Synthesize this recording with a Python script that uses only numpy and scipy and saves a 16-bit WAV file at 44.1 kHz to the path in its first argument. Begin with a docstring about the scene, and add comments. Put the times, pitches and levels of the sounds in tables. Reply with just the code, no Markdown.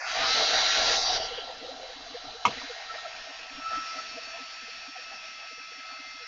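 """At a desk, near a webcam, a handheld hot-air tool starts up and is turned.
The motor is a stack of sines at shaft orders 6 to 26 plus a blade tone at order 5; the air is shaped noise.
After a second the rush sinks band by band; low blips, short soft-edged sines, bubble through what is left.
A plastic box is set down with one knock: several close contacts, each of decaying modes and noise bursts."""
import sys
import numpy as np
from scipy import signal
from scipy.fft import rfft, irfft, next_fast_len
from scipy.io import wavfile
from scipy.ndimage import uniform_filter1d, map_coordinates

SR = 44100
rng = np.random.default_rng(int(sys.argv[2]) if len(sys.argv) > 2 else 0)


def output_pcm(signal):
    """Save a mono or channel-first signal as 16-bit PCM at the path in sys.argv[1].

    Samples are clipped to [-1, 1] before scaling.
    """
    pcm = np.clip(np.atleast_2d(signal).T, -1, 1) * 32767
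    wavfile.write(sys.argv[1], SR, np.round(pcm).astype(np.int16))


N = 276507

# mean level of the five-blade fan tone, before flares: (time [s], rms level [dB])
BLADE_LEVELS = [(.06, -54), (.13, -48.5), (.22, -41.5), (.5, -41), (.94, -38.5), (1.01, -47.5), (1.4, -51),
                (1.55, -57), (2.14, -67.5), (2.2, -53.5), (2.45, -59.5), (3.5, -57), (3.62, -44),
                (3.76, -31), (3.86, -43.5), (4.1, -50.5), (4.7, -53), (5.6, -51), (6.27, -50.5)]
# brief flares of the blade tone: (time [s], rise [dB], half-length to 1/e [s])
BLADE_FLARES = [(0.352, 7.5, 0.051), (2.906, 20, 0.0234), (2.986, 17.5, 0.0112), (3.058, 22, 0.0075),
                (3.668, 5, 0.029), (3.913, 6, 0.0317), (3.993, 13.5, 0.0107), (4.438, 8, 0.0236),
                (5.916, 3, .08)]
# turn of the air inlet towards the microphone: (time [s], share [0-1])
TURN_SHARES = [(2.7, 0), (3.3, 0.77), (3.7, 1)]
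# relative colour of the air, tool seen from the side: (frequency [Hz], density [dB])
SIDE_COLOUR = [(40, -13.5), (85, -24.5), (150, -28.5), (500, -17), (750, -3), (1000, -9), (1600, -6.5),
               (2600, -10.5), (3300, -7.5), (3700, -2.5), (4000, 4), (4400, -8.5), (6100, -17), (7000, -28),
               (8100, -60.5)]
# relative colour of the air, tool seen from behind: (frequency [Hz], density [dB])
END_COLOUR = [(40, -9.5), (85, -26), (150, -18), (480, -28), (680, -12), (950, -13), (1400, -5.5),
              (1800, 0), (2250, -5), (2550, 4.5), (3000, -8.5), (4600, -7), (5500, -10.5), (6800, -17),
              (8000, -45)]
# air resonances of the housing: (frequency [Hz], width [Hz], height above the colour [dB])
HOUSING_MODES = [(277, 84, 9), (478.3, 50, 15.5), (658.6, 34.65, 17.5), (756.8, 61.3, 11)]
# shaft orders from 6 up, mean level over the rush per Hz: (side on [dB], from behind [dB])
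ORDER_LEVELS = [(13, 12), (17, 13), (19, 22), (13, 18), (23, 24), (15, 18), (17, 21), (17, 24), (15, 16),
                (17, 19), (22, 18), (25, 28), (24, 15), (15, 21), (24, 25), (25, 31), (20, 23), (22, 23),
                (23, 14), (22, 22), (20, 18)]
# single orders sing out or fall away: (order [-], time [s], change [dB], half-length to 1/e [s])
ORDER_CHANGES = [(7, 3.1, 10, .45), (11, 2.9, 6, .7), (18, 2.8, 4, .2), (25, 3.1, 4, .4), (26, 2.8, 5, .5),
                 (8, 6.05, 12, .55), (17, 5.3, -3, .5), (13, 6.1, 5, .4), (21, .4, 5, .25),
                 (16, .45, 5, .25), (17, 4.5, 3, .4), (8, .4, 4, .3), (21, 1.5, -4, .4), (23, 1.4, -8, .4),
                 (25, 1.4, -8, .4), (17, 3.1, -9, .6), (10, 3.1, -5, .6), (20, .8, -7, .5)]
# shortfall of shaft speed at switch-on: (shortfall [turns/s], time constant [s])
SPIN_UP_GAPS = [(159.9, .109), (28.3, .365)]
# parts of the rush: name: (lower edge [Hz], upper edge [Hz])
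RUSH_BANDS = {"rumble": (20, 150), "hollow": (200, 560), "duct": (600, 900), "rush": (1450, 2700),
              "edge": (2800, 3400), "nozzle": (3500, 4400), "hiss": (4400, 5900), "top": (6100, 7500)}
# course of each part: name: (full level [dB], missing at switch-on [dB], rise time constant [s],
# change with the turn [dB], sinking [dB/s], share of the swells [-])
RUSH_PARTS = {"rumble": (-54.5, 17, .18, -3, 3, 1.1), "hollow": (-41.5, 20.5, 0.1785, -2, 2.5, 1.54),
              "duct": (-34, 16.5, 0.067, -0.5, 2.32, 1.2077), "rush": (-39, 15, 0.0019, 1, .5, 0.806),
              "edge": (-51.5, 16, .08, -1, 0.91, 0.79), "nozzle": (-46, 20, .08, -4, 0.68, 0.66),
              "hiss": (-33.5, 15, 0.1658, 2, 0.4251, 0.97), "top": (-41.5, 12, 0.43, 2, 1.39, 0.95)}
# lasting steps in a part: (start [s], part [name], change [dB], duration [s])
RUSH_STEPS = [(.05, "edge", 14, .03), (.05, "nozzle", 10, .03), (5.6, "duct", 4, .5),
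              (0.188, "nozzle", 6, 0.12), (.04, "rush", 5, 0.069), (3.6, "duct", -2.5, .05),
              (5.8, "rumble", 5.5, .3), (0.946, "rush", -7.5, 0.024), (0.962, "edge", -11, 0.025),
              (1.017, "edge", 7, 0.084), (0.93, "nozzle", -3, .04), (0.969, "hollow", -8.5, 0.38),
              (0.966, "duct", -16.5, 0.598), (1.17, "rush", -6.5, .015), (1.17, "nozzle", -12, .015),
              (1.17, "hiss", -7, .015), (1.203, "rumble", -12.5, .3), (1.265, "hiss", -10.5, .02),
              (1.375, "rush", -5.5, 0.072), (1.393, "edge", -12.5, 0.0727), (1.36, "nozzle", -4.5, 0.047),
              (1.383, "hiss", -3.5, 0.074), (1.5, "hollow", -13, 0.78), (2.5, "rush", 4.5, 0.039),
              (0.966, "top", -9.5, 0.12), (1.17, "top", -6, .015), (1.274, "top", -7.5, 0.1)]
# swells of the whole rush, before each part's share: (peak time [s], rise [dB], attack [s], decay [s])
RUSH_SWELLS = [(1.16, 3, .03, .012), (2.482, 5, 0.0188, 0.24), (3.772, 5, 0.069, 0.578)]
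# contacts of box and desk: (time [s], nominal level, 2 dB taken off when struck [dB])
CONTACTS = [(2.4517, -4), (2.4622, -15), (2.467, -16.5), (2.477, -21), (2.506, -30.5), (2.615, -30)]
# modes of the box: (frequency [Hz], mean level [dB], t60 [s])
BOX_MODES = [(788, -16, 0.059), (973.3, -1, 0.045), (1116.6, -5.5, 0.042), (1179, -1, 0.033),
             (2200, -8, 0.028), (2603, -10.5, 0.0354), (3130, -22.5, 0.02)]
# loudest low blips: (time, 8 ms after onset [s], nominal peak, 1 dB added when sounded [dB], pitch [Hz])
LOUD_BLIPS = [(1.307, -37.5, 488.3), (1.381, -33, 484.2), (1.474, -37.5, 715), (1.481, -41, 515.4),
              (1.617, -46, 287.3), (1.635, -36.5, 495), (1.687, -35.5, 516.6), (1.713, -40, 712.7),
              (1.805, -42.5, 527), (1.891, -44.5, 509.5), (1.961, -49, 278.4), (2.062, -43.5, 671.7),
              (2.145, -34.5, 485.6), (2.164, -42, 695.7), (2.344, -43, 463.7), (2.477, -35.5, 474.3),
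              (2.563, -47, 257.4), (2.62, -46.5, 261.2), (2.696, -36, 485.5), (2.757, -42, 688.6),
              (2.956, -37, 652.6), (3.046, -36, 661), (3.579, -43, 276), (3.774, -42, 298),
              (4.164, -45, 478), (4.172, -37, 661.7), (4.337, -41.5, 675), (4.402, -48.5, 263.7),
              (4.881, -48, 277), (4.957, -40.5, 741.4), (5.512, -52, 648), (4.982, -51.5, 501),
              (5.51, -53.5, 474), (3.729, -49, 717.3), (5.437, -50, 685), (4.621, -54, 263.5),
              (4.682, -50.5, 474.3), (5.92, -55, 264.2), (6.142, -56.5, 276), (6.195, -53, 483)]

HOT_TURNS_PER_S, COLD_EXTRA_TURNS_PER_S, WARM_S = 260.62, 25.9, 1.73
# fainter blips by chance, levels nominal as above
FAINT_COUNT, FAINT_FROM_S = 36, 1.3
FAINT_DB, FAINT_SINK_DB_PER_S, FAINT_SCATTER_DB = -49, 1.8, 3
TOP_HZ = 8010


def tool():
    """Sum of air noise, shaft orders, housing throb and blade tone."""
    now_s = np.arange(N) / SR
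    air, level_db, hz, frame_s = air_rush()
    # the shaft runs a little unevenly
    phase = 2 * np.pi * np.cumsum(shaft_turns_per_s(now_s)) / SR + 0.025 * wobble(25)
    once_a_turn = 0.15 * np.cos(phase)
    twice_a_mains_cycle = 0.1 * np.cos(2 * np.pi * 120 * now_s)
    air *= 1 + once_a_turn + twice_a_mains_cycle
    whine = shaft_whine(phase, level_db, hz, frame_s, now_s)
    return air + whine + housing_throb(now_s) + blade_tone(phase, now_s)


def shaft_turns_per_s(t):
    """Shaft speed: spins up, then sags as the motor warms."""
    cold = COLD_EXTRA_TURNS_PER_S * np.exp(-t / WARM_S)
    shortfall = sum(gap * np.exp(-t / tau_s) for gap, tau_s in SPIN_UP_GAPS)
    return HOT_TURNS_PER_S + cold - shortfall


def shaft_whine(phase, level_db, hz, frame_s, now_s):
    """Tones at whole multiples of shaft speed, riding on the local rush level."""
    settled_db = np.interp(now_s, [0.12, 0.28], [-14, 0])  # orders emerge as the motor comes up to speed
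    late_turn = turned(frame_s) ** 4  # orders change late in the turn
    whine = np.zeros(N)
    for order, (side_db, end_db) in enumerate(ORDER_LEVELS, start=6):
        bins = order * shaft_turns_per_s(frame_s) / hz[1]
        rush = map_coordinates(level_db, [bins, np.arange(len(frame_s))], order=1)
        view_db = side_db + late_turn * (end_db - side_db)
        changes_db = sum(db * bump(frame_s, s, half_s) for k, s, db, half_s in ORDER_CHANGES if k == order)
        order_db = np.interp(now_s, frame_s, rush + view_db + changes_db) + settled_db
        unsteady_db = wobble(4) + 2.5 * wobble(20)
        tone = np.sin(order * phase + rng.uniform(0, 7))
        whine += np.sqrt(2) * amp(order_db + unsteady_db) * tone
    return whine


def blade_tone(phase, now_s):
    """Five blades a turn give order 5; eddies spread a noisy skirt round the tone."""
    blade = 5 * phase
    skirt = 0.2 * (wobble(300) * np.sin(blade) + wobble(300) * np.cos(blade))
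    flare_db = sum(db * bump(now_s, s, half_s) for s, db, half_s in BLADE_FLARES)
    level_db = curve(BLADE_LEVELS, now_s) + flare_db + 1.5 * wobble(45)
    return np.sqrt(2) * amp(level_db) * (np.sin(blade) + skirt)


def air_rush():
    """Rushing air: white noise shaped in short frames, with patchy random levels over pitch and time."""
    hz, frame_s, z = signal.stft(rng.standard_normal(N), SR, nperseg=1024, noverlap=768)
    level_db = rush_db(hz, frame_s)
    flicker_depth_db = along([(100, 1.7), (500, 0.92), (800, 1.6), (1200, 2.34), (3000, 1.3)], hz)
    lull_depth_db = along([(100, 2), (560, 3), (900, 2.5), (1300, -0.5)], hz)
    swell_db = 1.138 * patches(z.shape, bins=40, frames=12)  # ties neighbouring pitches together
    lull_db = lull_depth_db[:, None] * patches(z.shape, bins=14, frames=14)  # the bass drops out at times
    flicker_db = flicker_depth_db[:, None] * patches(z.shape, bins=5, frames=6)
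    gain = amp(level_db + swell_db + lull_db + flicker_db) * np.sqrt(SR / 2)  # from per-Hz level
    air = signal.istft(z * gain, SR, nperseg=1024, noverlap=768)[1][:N]
    return air, level_db, hz, frame_s


def rush_db(hz, t):
    """Air level per Hz, frequency by time: colour follows the turn, each part is set to its own level."""
    turn = turned(t)
    peaks = sum(db / (1 + (2 * (hz - mode_hz) / width_hz) ** 2) for mode_hz, width_hz, db in HOUSING_MODES)
    side, end = along(SIDE_COLOUR, hz)[:, None], along(END_COLOUR, hz)[:, None]
    colour = (1 - turn) * side + turn * end + peaks[:, None]
    power = [np.sum(amp(2 * colour[(hz >= lo) & (hz < hi)]), 0) * hz[1] for lo, hi in RUSH_BANDS.values()]
    lift_db = np.array([part_db(name, t) for name in RUSH_BANDS]) - 10 * np.log10(power)
    # lift is constant inside a part and glides between parts
    edges_hz = np.ravel(list(RUSH_BANDS.values()))
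    place = np.interp(hz, edges_hz, np.arange(2 * len(RUSH_BANDS)) // 2)
    low = np.minimum(place.astype(int), len(RUSH_BANDS) - 2)
    share = (place - low)[:, None]
    return colour + (1 - share) * lift_db[low] + share * lift_db[low + 1]


def part_db(name, t):
    """Level of one part of the rush: rise, steps, turn, slow sinking and swells."""
    full_db, missing_db, rise_s, turn_db, sink_db_per_s, share = RUSH_PARTS[name]
    start_db = -missing_db * np.exp(-t / rise_s)
    steps_db = sum(db * np.clip((t - s) / length_s, 0, 1)
                   for s, part, db, length_s in RUSH_STEPS if part == name)
    swell_db = sum(db * np.where(t < s, bump(t, s, up_s), np.exp(-np.abs(t - s) / down_s))
                   for s, db, up_s, down_s in RUSH_SWELLS)
    sunk_db = sink_db_per_s * np.maximum(t - TURN_SHARES[0][0], 0)  # from the start of the turn
    return full_db + start_db + steps_db + turn_db * turned(t) - sunk_db + share * swell_db


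def turned(t):
    """Share of the turn completed."""
    return curve(TURN_SHARES, t)


def housing_throb(now_s):
    """The housing shakes below the pitch of the air: narrow noise following the rumble level."""
    throb = passed(rng.standard_normal(N), 27, 36)
    return amp(part_db("rumble", now_s) - 3) * throb / throb.std()


def box():
    """Each contact rings the box modes at new strengths, with clack, crack and desk thud; a short room tail."""
    out, t = np.zeros(N + SR), np.arange(SR // 4) / SR
    for s, db in CONTACTS:
        ring = sum(decay(level_db + rng.normal(0, 1.5), t60_s, t) * np.sin(2 * np.pi * hz * t)
                   for hz, level_db, t60_s in BOX_MODES)
        clack = decay(-4, 0.0808, t) * passed(rng.standard_normal(len(t)), 2100, 3547)
        crack = decay(-8.5, 0.05, t) * passed(rng.standard_normal(len(t)), 5200, 7300)
        thud = decay(-6, 0.17, t) * passed(rng.standard_normal(len(t)), 70, 560)
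        thud *= 1 - np.exp(-t / 0.0214)
        onset = 1 - np.exp(-t / 0.0015)
        out[round(s * SR):][:len(t)] += amp(db - 2) * onset * (ring + clack + crack + thud)
    tail = rng.standard_normal(len(t)) * decay(0, 0.045, t)
    tail /= np.linalg.norm(tail)
    wet = out[:N] + amp(-14) * signal.fftconvolve(out, tail)[:N]
    # the microphone is deaf to the top of the crack
    return passed(passed(wet, 40, 6600), 40, 6600)


def blips():
    """Short sines under a squared-sine envelope, each with a random length and phase bend."""
    out = np.zeros(N + SR)
    for s, db, hz in [*LOUD_BLIPS, *faint_blips()]:
        length_s = 0.03925 * np.exp(rng.normal(0, 0.291))
        t = np.arange(int(length_s * SR)) / SR
        arch = np.sin(np.pi * t / t[-1])
        bend = rng.normal(0, 2) * arch
        out[round((s - 0.008) * SR):][:len(t)] += amp(db + 1) * arch ** 2 * np.sin(2 * np.pi * hz * t + bend)
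    return out[:N]


def faint_blips():
    """Chance faint low blips at three set pitches, sinking in level with time."""
    luck_time, luck_pitch, luck_level = rng.random((FAINT_COUNT, 3)).T
    late_s = luck_time * (N / SR - FAINT_FROM_S)
    set_hz = np.array([277, 478.3, 658.6])
    pitch_hz = set_hz[(3 * luck_pitch ** 2).astype(int)]  # mostly the lowest
    level_db = FAINT_DB - FAINT_SINK_DB_PER_S * late_s + FAINT_SCATTER_DB * (2 * luck_level - 1)
    return zip(FAINT_FROM_S + late_s, level_db, pitch_hz)


def amp(db):
    """Gain of a level in dB."""
    return 10 ** (np.asarray(db) / 20)


def decay(start_db, t60_s, t):
    """Exponential decay, 60 dB down after t60_s."""
    return amp(start_db - 60 * t / t60_s)


def along(points, hz):
    """(frequency [Hz], value) points read on a log axis."""
    f, v = np.transpose(points)
    return np.interp(np.log(hz + 1), np.log(f + 1), v)


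def curve(points, t):
    """(time [s], value) points read at the times t."""
    s, v = np.transpose(points)
    return np.interp(t, s, v)


def bump(t, s, half_s):
    """Gaussian hump of height 1 at s."""
    return np.exp(-((t - s) / half_s) ** 2)


def wobble(knots_per_s):
    """Smooth random curve through normal knots."""
    knots = rng.standard_normal(int(N * knots_per_s / SR) + 4)
    return map_coordinates(knots, [np.arange(N) * knots_per_s / SR])


def patches(shape, bins, frames):
    """Random field of standard deviation 1, smooth over some bins and frames."""
    field = uniform_filter1d(rng.standard_normal(shape), bins, 0)
    field = uniform_filter1d(field, frames, 1)
    return field / field.std()


def passed(x, lo_hz, hi_hz):
    """Causal Butterworth band-pass."""
    return signal.sosfilt(signal.butter(4, [lo_hz, hi_hz], "band", fs=SR, output="sos"), x)


def scene():
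    """One microphone feeds both channels."""
    return np.tile(tool() + blips() + box(), (2, 1))


def record(dry):
    """Cuts the scene off at the band limit and adds a faint converter hiss."""
    m = next_fast_len(N + SR // 4)
    hz = np.fft.rfftfreq(m, 1 / SR)
    hiss_db = along([(8000, -92), (10000, -92), (12000, -88), (14400, -91), (14600, -98), (16000, -103)], hz)
    hiss = rfft(rng.standard_normal(N), m) * amp(hiss_db)
    return irfft(rfft(dry, m) * (hz < TOP_HZ) + hiss, m)[:, :N]


dry = scene()
out = record(dry)
output_pcm(out)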